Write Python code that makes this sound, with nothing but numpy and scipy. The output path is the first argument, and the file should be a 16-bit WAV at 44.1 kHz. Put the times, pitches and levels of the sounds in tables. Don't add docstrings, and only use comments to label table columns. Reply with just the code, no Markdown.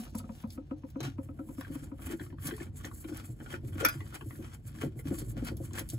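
import sys
import numpy as np
from scipy import signal
from scipy.fft import rfft, irfft, next_fast_len
from scipy.io import wavfile
from scipy.ndimage import uniform_filter1d

SR = 44100
rng = np.random.default_rng(int(sys.argv[2]) if len(sys.argv) > 2 else 0)


def log_audio(samples):
    frames = np.atleast_2d(samples).T
    limited = np.clip(frames, -1, 1)
    pcm = np.round(limited * 32767).astype(np.int16)
    wavfile.write(sys.argv[1], SR, pcm)


def volts(x):
    e = np.asarray(x, float) / 20
    return 10 ** e


N = 263718

HZ = np.maximum(np.fft.rfftfreq(next_fast_len(N + SR), 1 / SR), 1)
TICKS = np.arange(0, N + 32, 32) / SR
# frequency [Hz], width [Hz], level [dB].
NUT_MODES = [(842, 35, 4), (1140, 17, 9.5), (1400, 54, 16), (1703, 5, 1.5), (2100, 2800, -6), (2470, 41, 7),
             (2700, 13, -39), (3190, 45, 8)]
REACH_S = (1.0045, 1.0295, 1.047)
SLEEVE_OFF_S = 1.16


def at_hz(points):
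    hz, db = np.transpose(points)
    return np.interp(np.log(HZ), np.log(np.maximum(hz, 1)), db)


def shape(x, response):
    size = 2 * (len(HZ) - 1)
    return irfft(rfft(x, size) * response, size)[..., :N]


def rms_one(x):
    return x / np.sqrt(np.mean(x ** 2) + 1e-20)


def drift(rate):
    r = np.exp(-2 * np.pi * rate / SR)
    return rms_one(signal.lfilter([1], [1, -2 * r, r * r], rng.standard_normal(N + SR))[SR:])


def resonate(x, peaks):
    out = 0
    for k, (hz, width, db) in enumerate(peaks):
        r = np.exp(-np.pi * width / SR)
        poles = [1, -2 * r * np.cos(2 * np.pi * hz / SR), r * r]
        out = out + (-1) ** k * volts(db) * signal.lfilter([1 - r, 0, r - 1], poles, x)
    return out


def add(out, s, sound):
    i = round(s * SR)
    sound, i = sound[max(-i, 0):], max(i, 0)
    out[i:i + len(sound)] += sound[:N - i]


def mode(hz, t60, rise_s, glide=0, size=SR // 4):
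    t = np.arange(size) / SR
    bend = t + glide * (t - 0.046 * (1 - np.exp(-t / 0.035)))
    decay = np.exp(-np.log(1000) * t / t60)
    return np.sin(2 * np.pi * hz * bend) * decay * (1 - np.exp(-(t / rise_s) ** 2))


def drops():
    # start in seconds, tick level in dB, hollow note level in dB, tick pitch in Hz.
    falls = [(-0.004, -42, -43, 1220), (0.066, -46.5, -64, 1200), (0.149, -36.5, -38.5, 960),
             (0.2, -43.5, -50.5, 1210), (0.241, -46, -49.5, 1230), (0.293, -39.5, -44, 950),
             (0.439, -38.5, -39, 890), (0.577, -42.5, -43, 1140), (0.711, -41, -38.5, 1250),
             (0.836, -46, -44.5, 964), (0.958, -42, -39.5, 1330), (1.184, -41.5, -39.5, 970),
             (1.289, -45.5, -46.5, 980), (1.391, -42.5, -42.5, 1140), (1.489, -47, -47, 975),
             (1.581, -44.5, -41.5, 1240), (1.699, -68, -43.5, 934), (1.753, -45, -42, 1230),
             (1.822, -59, -49, 1310), (1.917, -44.5, -44.5, 1280), (1.992, -47, -58, 1185)]
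    # frequency in Hz, t60 in seconds.
    tub = [(527.8, 0.085), (960, 0.032), (1254, 0.039), (716, 0.024), (1760, 0.0069), (2570, 0.0064)]
    # frequency in Hz, width in Hz, level in dB.
    drop_tail = [(530, 40, 11), (750, 220, 2), (970, 130, -3), (1250, 75, -7)]
    tail_db, tail_t60_s = -6, 0.28
    out, t = np.zeros(N), np.arange(SR // 4) / SR
    chances = rng.normal(0, 1, (len(falls), len(tub)))
    noises = rng.standard_normal((len(falls), len(t)))
    for (s, tick_db, db, tick_hz), luck, noise in zip(falls, chances, noises):
        since = s - .5
        if since < 0:
            hz, twin_hz, bend, over_db = 220.3, 245.3, 0.042, db - 12.5
        else:
            hz, twin_hz, bend = 267 + 4.5 * since, 300, 0.13
            over_db = db - 2.5 - 7.5 * since
        twin = volts(-13 + 2.0 * luck[1]) * mode(twin_hz * (1 + 0.022 * luck[2]), .2, 0.012)
        add(out, s + 0.00074, volts(db + 16.5) * (mode(hz, 0.097, 0.0053, glide=bend) + twin))
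        over_hz, over_t60 = tub[0]
        overtone = mode(over_hz * (1 + 0.0092 * luck[-1]), over_t60 * volts(1.76 * luck[-1]), 0.0052)
        add(out, s + 0.00449, volts(over_db + 10.0) * overtone)
        add(out, s + 0.0042, volts(over_db - 0.5) * mode(500 * (1 + 0.032 * luck[-2]), 0.11, 0.013))
        wall = sum(volts(2.0 * e - 3) * mode(f * (1 + .02 * e), t60, 0.00055)
                   for (f, t60), e in zip(tub[1:], luck))
        add(out, s - .001, volts(tick_db) * (0.92 * mode(tick_hz, 0.017, 0.0012) + wall))
        add(out, s, volts(tick_db + tail_db - 60 * t / tail_t60_s) * resonate(noise, drop_tail))
    return out


def stroke(s, rise_s, fall_s):
    t = TICKS - s
    return volts(-2 * 21.5 * np.where(t < 0, -t / rise_s, t / fall_s) ** 0.87)


def lifted():
    lifts = [
        1.929,
        2.363,
        2.719,
        3.6,
        4.616,
    ]
    dips = sum(np.exp(-((TICKS - s) / 0.036) ** 2) for s in lifts)
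    return -10 * np.interp(np.arange(N) / SR, TICKS, dips)


def contact():
    # peak in seconds, half length in seconds, body dB, skin dB.
    turns = [(0.0, 0.16, -51.5, -48.5), (0.376, 0.21, -65.5, -60.5), (1.25, 0.11, -70.5, -60.5),
             (1.487, 0.19, -84, -57), (1.57, 0.14, -75, -49.5), (1.742, 0.47, -57, -57.5),
             (2.068, 0.049, -48, -47), (2.113, 0.048, -40, -42), (2.229, 0.35, -64.5, -57),
             (2.476, 0.067, -42, -36), (2.609, 0.18, -53, -48.5), (2.841, 0.078, -46.5, -47.5),
             (3.103, 0.13, -55, -52), (3.197, 0.083, -48, -49), (3.444, 0.14, -60, -53.5),
             (3.529, 0.099, -43.5, -49.5), (3.815, 0.048, -37.5, -42), (3.994, 0.89, -60, -58),
             (4.08, 0.059, -66, -54), (4.145, 0.048, -41.5, -46.5), (4.34, 0.35, -64, -55),
             (4.477, 0.15, -50.5, -53.5), (4.815, 0.097, -44.5, -46.5), (5.084, 0.043, -47, -44.5),
             (5.194, 0.084, -49.5, -39), (5.38, 0.035, -48.5, -55.5), (5.478, 0.057, -39, -38.5),
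             (5.65, 0.082, -54, -46.5), (5.784, 0.049, -36.5, -39), (5.939, 0.058, -54, -42)]
    # peak in seconds, skin level in dB.
    regrips = [(0.187, -46.5), (0.524, -49.5), (1.843, -51), (2.56, -71), (2.771, -43), (2.948, -44),
               (3.008, -44.5), (3.255, -45), (3.317, -51), (3.675, -49.5), (4.287, -48.5), (4.548, -49.5),
               (4.679, -51.5), (4.996, -48), (5.299, -41), (5.577, -83), (5.901, -58)]
    rows = [(s, half, 0.9 * half, body_db, skin_db) for s, half, body_db, skin_db in turns]
    rows += [(s, 0.046, 0.046, db - 16, db) for s, db in regrips]
    release_s, extra_db = (0.018, 0.061, 0.062), (3, 1, -1.5)
    rows += [(s, .0015, fall, -43 + db, -45.5 + db) for s, fall, db in zip(REACH_S, release_s, extra_db)]
    power = volts(2 * -78)
    for s, rise, fall, *db in rows:
        power = power + np.outer(volts(2 * np.array(db)), stroke(s, rise, fall))
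    loss = lifted()
    return [np.interp(np.arange(N) / SR, TICKS, 10 * np.log10(p)) + loss for p in power]


def grains(per_s, spread_db):
    size = volts(spread_db * np.minimum(rng.exponential(1, N), 3.5)) * rng.choice([-1, 1], N)
    return size * (rng.random(N) < per_s / SR)


def rubbing():
    # frequency in Hz, level in dB per Hz.
    rub_body = [(290, -6), (500, -8), (1010, -9.5), (1480, -4.5), (2790, -13), (3140, -8), (4500, -61),
                (5850, -20), (9900, -120)]
    rasp_colour = [(2200, -47), (3000, -7.5), (3900, -3), (5000, -2), (6000, -4.5), (6800, -9)]
    skin_colour = [(5600, -25), (6500, -10), (7500, -3), (9200, -2), (11500, -4.5), (14000, -9.5),
                   (15500, -7.5), (16000, -29)]
    # frequency in Hz, width in Hz, level in dB.
    cloth = [(765, 69, 18.5), (2030, 380, 3), (2770, 220, 12), (3950, 180, 11), (5670, 69, 2)]
    body_db, skin_db = contact()
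    slips = grains(450, 6.5) + 1.1 * np.array([grains(900, 4.5), grains(900, 4.5)])
    nut = sum(volts(3 * drift(21)) * resonate(slips, [peak]) for peak in NUT_MODES)
    body = rms_one(nut) * 0.61 + rms_one(shape(slips[::-1], volts(at_hz(rub_body))))
    coarse = shape(slips + grains(5000, 4.8), volts(at_hz(rasp_colour)))
    rasp = rms_one(sum(volts(4 * drift(4.8)) * resonate(coarse, [(hz, 600, 0)])
                       for hz in np.arange(2600, 7000, 900)))
    fine, upper = grains(9000, 0.47), 1 / (1 + (9500 / HZ) ** 12)
    skin = sum(volts(2.0 * drift(3.3)) * shape(fine, volts(at_hz(skin_colour)) * part)
               for part in (upper, 1 - upper))
    sleeve = np.arange(N) < SLEEVE_OFF_S * SR
    reaching = (np.arange(N) > (REACH_S[0] - .01) * SR) & sleeve
    rough = drift(21.5) * ~reaching
    rasp_db = 0.42 * body_db + 0.61 * skin_db - 12.5 + 11.5 * sleeve
    low = volts(body_db + 4.1 * rough - 1.0) * rms_one(body) + volts(rasp_db + 1.52 * rough) * rasp
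    low = low + volts(body_db - 4) * sleeve * rms_one(resonate(slips + grains(2600, 4.7), cloth))
    return low + volts(skin_db + 3.63 * rough - 4.5) * rms_one(skin)


def clicks():
    # time in seconds, peak level in dB,
    # pitch in Hz.
    click_rows = [(1.6115, -36, 1430), (1.6482, -41.5, 1580), (2.1979, -38.5, 1510), (2.5092, -33, 1530),
                  (2.513, -39.5, 3100), (2.489, -35, 1530), (2.539, -43, 1700), (2.438, -47, 1440),
                  (2.586, -52, 910), (2.619, -42, 2200), (2.602, -38, 1750), (2.6668, -48, 1430),
                  (2.8465, -33.5, 1800), (2.9144, -45, 1140), (2.81, -52, 1470), (3.0438, -42, 1540),
                  (3.046, -42.5, 2530), (2.47, -44, 3240), (2.129, -38.5, 1510), (2.214, -42.5, 1400),
                  (3.125, -47, 1460), (3.199, -49, 1300), (3.244, -46, 2470), (3.403, -47, 860),
                  (3.4092, -46.5, 1440), (3.4619, -39, 1430), (3.5409, -33.5, 1370), (4.0068, -36, 1950),
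                  (4.126, -45, 1440), (4.2112, -40, 1140), (4.3082, -42.5, 1870), (4.8205, -42, 2520),
                  (4.9917, -45, 2040), (4.996, -49.5, 1400), (4.829, -37, 1166), (5.118, -47.5, 1400),
                  (5.7773, -41, 1520),
                  (1.007, -45, 1140), (1.0058, -39, 3950), (1.0068, -45, 2400), (1.0296, -46, 2230),
             (1.0305, -49, 3950), (1.048, -43, 3980), (1.072, -44, 5670), (1.638, -51, 2280),
             (1.654, -56, 1920), (1.036, -34, 2720), (1.6238, -50, 1400), (1.6696, -52, 964),
             (1.8357, -53, 1300), (2.0642, -52, 1290), (2.099, -40, 1860), (2.2635, -50, 1290),
             (2.3032, -52.5, 1750), (2.3261, -49.5, 970), (2.385, -50.5, 1280), (2.4785, -42, 1480),
             (2.581, -44.5, 1130), (3.1824, -48, 1390), (3.685, -52, 1930), (3.731, -50.5, 1400),
             (3.7903, -53, 1350), (3.8037, -45, 2300), (3.817, -35, 2230), (4.0655, -47, 1140),
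             (4.355, -49, 1440), (4.448, -52, 1100), (4.5276, -51, 1400), (4.7516, -52, 1400),
             (4.7874, -45, 1320), (5.455, -47, 1340), (5.6374, -57, 1140), (5.7089, -51, 1100),
             (5.741, -41, 1430)]
    rows = sorted(click_rows)
    out, t, size = np.zeros(N), np.arange(500) / SR, SR // 20
    chances = rng.normal(0, 1, (len(rows), len(NUT_MODES), 2))
    pushes = rng.standard_normal((len(rows), len(t)))
    for (s, db, hz), luck, push in zip(rows, chances, pushes):
        body = sum(volts(0.56 * d + 2.5 * e - 10) * mode(f * (1 + 0.035 * g), 0.0097, 0.00031, size=size)
                   for (f, width, d), (e, g) in zip(NUT_MODES, luck))
        push = push * volts(-60 * t / 0.016)
        edge = volts(-12.0) * mode(3900, 0.0076, .0001, size=size)
        note = mode(hz, .014, .0004, size=size)
        ring = signal.fftconvolve(note + body + edge, push / np.linalg.norm(push))
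        add(out, s - .001, volts(db + 4.0) * ring)
    return out


def snaps():
    # time in seconds, peak level in dB, centre in Hz.
    releases = [(0.152, -34, 10400), (0.1863, -32.5, 10500), (0.505, -39, 4570), (0.9028, -44.5, 13400),
                (1.005, -51, 3950), (2.061, -44, 11800), (2.471, -23, 9900), (2.5657, -38, 9970),
                (2.771, -60, 10700), (2.851, -34.5, 6450), (3.171, -33.5, 11100), (5.1885, -29, 11000),
                (5.449, -33.5, 10700), (5.57, -37, 11000), (5.734, -36, 7460), (5.794, -23, 10200),
                (5.89, -32.5, 10400), (5.9005, -26.5, 8150)]
    out, t = np.zeros(N), np.arange(SR // 8) / SR
    bright = signal.butter(2, [2800, 15000], "band", fs=SR, output="sos")
    decay = volts(-60 * t / .028) + 0.36 * volts(-60 * t / 0.1)
    for (s, db, hz), noise in zip(releases, rng.standard_normal((len(releases), len(t)))):
        colour = signal.sosfilt(bright, noise) * 0.61 + rms_one(resonate(noise, [(hz, 1200, 0)])) * .5
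        add(out, s - .001, volts(db - 9.5) * decay * colour)
    return out


def knock():
    # time in seconds, peak level in dB.
    contacts = [
        (1.6095, -36.5),
        (3.849, -11),
        (3.8512, -15),
        (3.8558, -20),
        (3.8605, -18.5),
        (3.868, -41),
        (3.8861, -19.5),
        (3.894, -25),
        (3.903, -35),
    ]
    # frequency in Hz, level in dB, t60 in seconds.
    stem = [(969, -21, .5), (1141, -14, .15), (1386, 5, .15), (1464, -3, .14), (1653, -4, .1),
            (1763, -6, .1), (2007, -11, .12), (2320, -10, .07), (2420, -4, .08), (2519, -11, .14),
            (3400, -11, .15), (3780, -13, .15), (4340, -16, .15), (4880, -13, .12), (4935, -9, .17),
            (5740, -12, .12), (5930, -5, .12), (7100, -17, .1), (8600, -11, .05), (10850, -16, .1),
            (11770, -8, .07), (12600, -7, .07), (14100, -13, .06), (14900, -8, .07), (9290, 1, .1)]
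    # frequency in Hz, width in Hz, level in dB.
    crack = [(2390, 140, 20), (5500, 700, 9), (12560, 740, 14), (15800, 1000, -3)]
    out, t = np.zeros(N), np.arange(SR // 2) / SR
    chances = rng.normal(0, 1, (len(contacts), len(stem), 2))
    noises = rng.standard_normal((len(contacts), len(t)))
    for (s, db), luck, noise in zip(contacts, chances, noises):
        ring = 0
        for (f, d, t60), (e, g) in zip(stem, luck):
            partial = mode(f * (1 + .002 * g), t60, 0.0003, size=len(t))
            ring = ring + np.sign(e) * volts(d + 0.87 * e) * partial
        add(out, s, volts(db - 11.5) * ring * (volts(-60 * t / 0.014) + 0.3))
        swell = 1 - np.exp(-t / 0.00097)
        add(out, s, volts(db - 9.5 - 60 * t / 0.02) * swell * resonate(noise, crack))
    return out


def thumps():
    # time in
    # seconds, peak level in dB, pitch in Hz.
    soft_blows = [(1.078, -32, 275), (2.069, -35, 267), (2.104, -30, 339), (2.135, -27.5, 331),
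                  (2.207, -31, 302), (2.332, -35, 278), (2.45, -35, 278), (2.488, -31.5, 262), (2.522, -29, 350),
                  (2.609, -31, 337), (3.049, -34.5, 321), (3.117, -31.5, 303.3), (3.637, -35.5, 330),
                  (3.684, -38, 298), (3.756, -32.5, 310), (3.809, -32, 462), (3.82, -33, 409), (3.856, -30, 300),
                  (3.866, -40, 291), (3.13, -35.5, 301), (3.953, -41, 319), (4.26, -38, 306),
                  (4.392, -32.5, 316), (4.863, -28, 313), (5.057, -29, 279), (5.218, -31.5, 303),
                  (5.426, -25, 266),
                  (1.995, -41, 277), (2.303, -44, 316), (2.809, -68, 266), (3.02, -65, 274),
              (3.094, -33.5, 307), (3.292, -46, 315), (3.495, -68, 275), (4.012, -40.5, 316),
              (4.218, -40, 352), (4.435, -50, 267), (4.543, -63, 308), (4.75, -42, 224), (4.905, -56, 305),
              (5.181, -37, 297), (5.271, -42, 337), (5.716, -40.5, 305), (5.77, -48, 327)]
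    raps = [(1.007, -33, 311), (1.045, -36.5, 344), (2.85, -37, 293), (3.418, -43, 347), (3.538, -36, 358),
            (3.831, -29, 439), (3.84, -32.5, 500), (4.994, -47, 451), (5.055, -50, 576), (4.82, -41, 405),
            (4.838, -25.5, 267), (4.963, -42, 330), (5.113, -22, 291.7), (5.128, -31.5, 288),
            (5.373, -35, 254), (5.518, -32.5, 323), (5.605, -33.5, 316), (5.812, -35, 317),
            (5.936, -34.5, 310)]
    bumps = [(1.013, -32, 128.7), (1.057, -30.5, 127), (1.705, -41, 156.4), (2.06, -35, 82),
             (2.451, -35, 150), (3.294, -33.5, 119), (3.644, -32, 119.3), (3.712, -34.5, 96),
             (3.959, -33, 132), (4.049, -33.5, 94.3), (4.27, -33.5, 119.4), (4.659, -35, 113.4),
             (4.85, -29.5, 142.4), (4.967, -33, 126.6), (5.074, -32.5, 143.8), (5.215, -33, 123),
             (5.28, -30, 113.4), (5.616, -30.5, 121), (5.851, -34.5, 59.3), (5.939, -29, 114)]
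    out, t = np.zeros(N), np.arange(600) / SR
    soft = [(*row, -17, 0.0036) for row in soft_blows]
    hard = [(*row, -6.5, 0.0019) for row in raps]
    blows = sorted(soft + hard)
    chances = rng.normal(0, 1, (len(blows), 2))
    pushes = rng.standard_normal((len(blows), len(t)))
    for (s, db, hz, hard_db, rise_s), luck, push in zip(blows, chances, pushes):
        near = volts(-10.5) * mode(hz * (1.1 + 0.0908 * luck[0]), 0.18, 0.0065)
        below = volts(6.5) * mode(0.71 * hz, 0.05, 0.014)
        add(out, s - .003, volts(db + 3.0) * (mode(hz, 0.068, rise_s) + near + below))
        upper = mode(534.3, 0.06, 0.0047) + mode(620 + 20 * luck[1], 0.025, 0.0016)
        upper = upper + mode(462.0, 0.039, 0.0012)
        push = (0.48 + push) * volts(-60 * t / 0.0035) + 0.29 * push * volts(-60 * t / 0.045)
        ring = signal.fftconvolve(upper, push / np.linalg.norm(push))
        add(out, s - .003, volts(db + hard_db + 0.5) * ring)
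    for s, db, hz in bumps:
        add(out, s - .01, volts(db + 8.0) * mode(hz, 0.16, 0.017))
    return out


def rumble():
    # time in seconds, rumble level in dB.
    pressure = [(0.0, -47.5), (0.75, -51), (1.1, -46), (1.5, -47.5), (2.6, -44.5), (3.3, -47.5),
                (3.85, -42), (4.1, -46.5), (4.6, -47), (5.06, -43.5), (5.4, -38.5), (5.61, -42.5),
                (5.98, -45)]
    # frequency in Hz, width in Hz, level in dB.
    deep_modes = [(51.6, 15.5, -4.5), (71.7, 19.3, -8.5), (92.5, 7.8, -1.5), (143.8, 33.7, -12.5),
                  (29.8, 5.1, -62)]
    panel_modes = [(221, 28.3, 2.5), (282, 9.1, 2), (315.4, 17, -0.5), (497, 13, -40), (511, 19, -27.5)]
    deep_db = np.interp(np.arange(N) / SR, *np.transpose(pressure))
    panel_db = -54.5 + 0.72 * (deep_db - deep_db.mean()) + 0.16 * (contact()[0] + 60)
    deep = rng.standard_normal(N) + volts(-13) * rng.standard_normal((2, N))
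    deep = rms_one(resonate(resonate(deep, deep_modes), [(81.6, 200, 0)]))
    panel = rng.standard_normal(N) + volts(-9) * rng.standard_normal((2, N))
    panel = rms_one(resonate(resonate(panel, panel_modes), [(288, 480, 0)]))
    lumps = 3 * drift(18)
    return volts(deep_db) * deep + volts(panel_db + lumps) * panel


def ports(x):
    # frequency in Hz, lead of the left port in radians.
    port_phase = [(0, 0), (500, .4), (1500, -1.5), (2200, 0), (2900, 3.1), (3300, 4.1), (4200, 5.8),
                  (5500, 8.6), (6400, 6.9)]
    # frequency in Hz, left minus right in dB.
    port_balance = [(50, -1), (150, 0), (300, 2.5), (800, 4), (1500, 2), (4000, 1.5), (6400, 0)]
    # frequency in Hz, level in dB.
    cabinet = [(40, -26), (150, -18), (400, -6), (800, 3), (2200, 2), (2800, -3), (6000, -2), (6600, -30),
               (16000, -36)]
    t = np.arange(SR // 2) / SR
    echoes = rng.standard_normal((2, len(t))) * volts(-60 * t / 0.066) * (t > .001)
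    echoes = echoes / np.linalg.norm(echoes, axis=1, keepdims=True)
    echoes = rfft(echoes, 2 * (len(HZ) - 1)) * volts(at_hz(cabinet))
    low_lead = np.interp(HZ, *np.transpose(port_phase))
    top_lead = 5 * np.pi - 2 * np.pi * HZ / 4570
    lead = np.where(HZ < port_phase[-1][0], low_lead, top_lead)
    side = np.array([[.5], [-.5]])
    heard = np.exp(1j * side * lead) + echoes
    heard = heard / np.sqrt(uniform_filter1d(abs(heard) ** 2, size=400, axis=1))
    return shape(x, heard * volts(side * at_hz(port_balance)))


def scene():
    top = 1 / (1 + (6400 / HZ) ** 16)
    rub = rubbing()
    rub = shape(rub, 1 - top) + shape(rub[0], top)
    return ports(drops() + rub + clicks() + snaps() + knock() + thumps() + rumble())


def roll_off(x):
    return signal.sosfilt(signal.butter(12, 17100, fs=SR, output="sos"), x)


def record(dry):
    # frequency in Hz, level in dB per Hz.
    hiss_colour = [(300, -28), (500, 2), (1500, -0.5), (3000, -3), (6000, -10.5), (7000, -31)]
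    hiss = volts(-80.5) * rms_one(shape(rng.standard_normal((2, N)), volts(at_hz(hiss_colour))))
    top_cut = signal.cheby2(10, 60, 17100, fs=SR, output="sos")
    return roll_off(signal.sosfilt(top_cut, dry + hiss))


dry = scene()
out = record(dry)
log_audio(out)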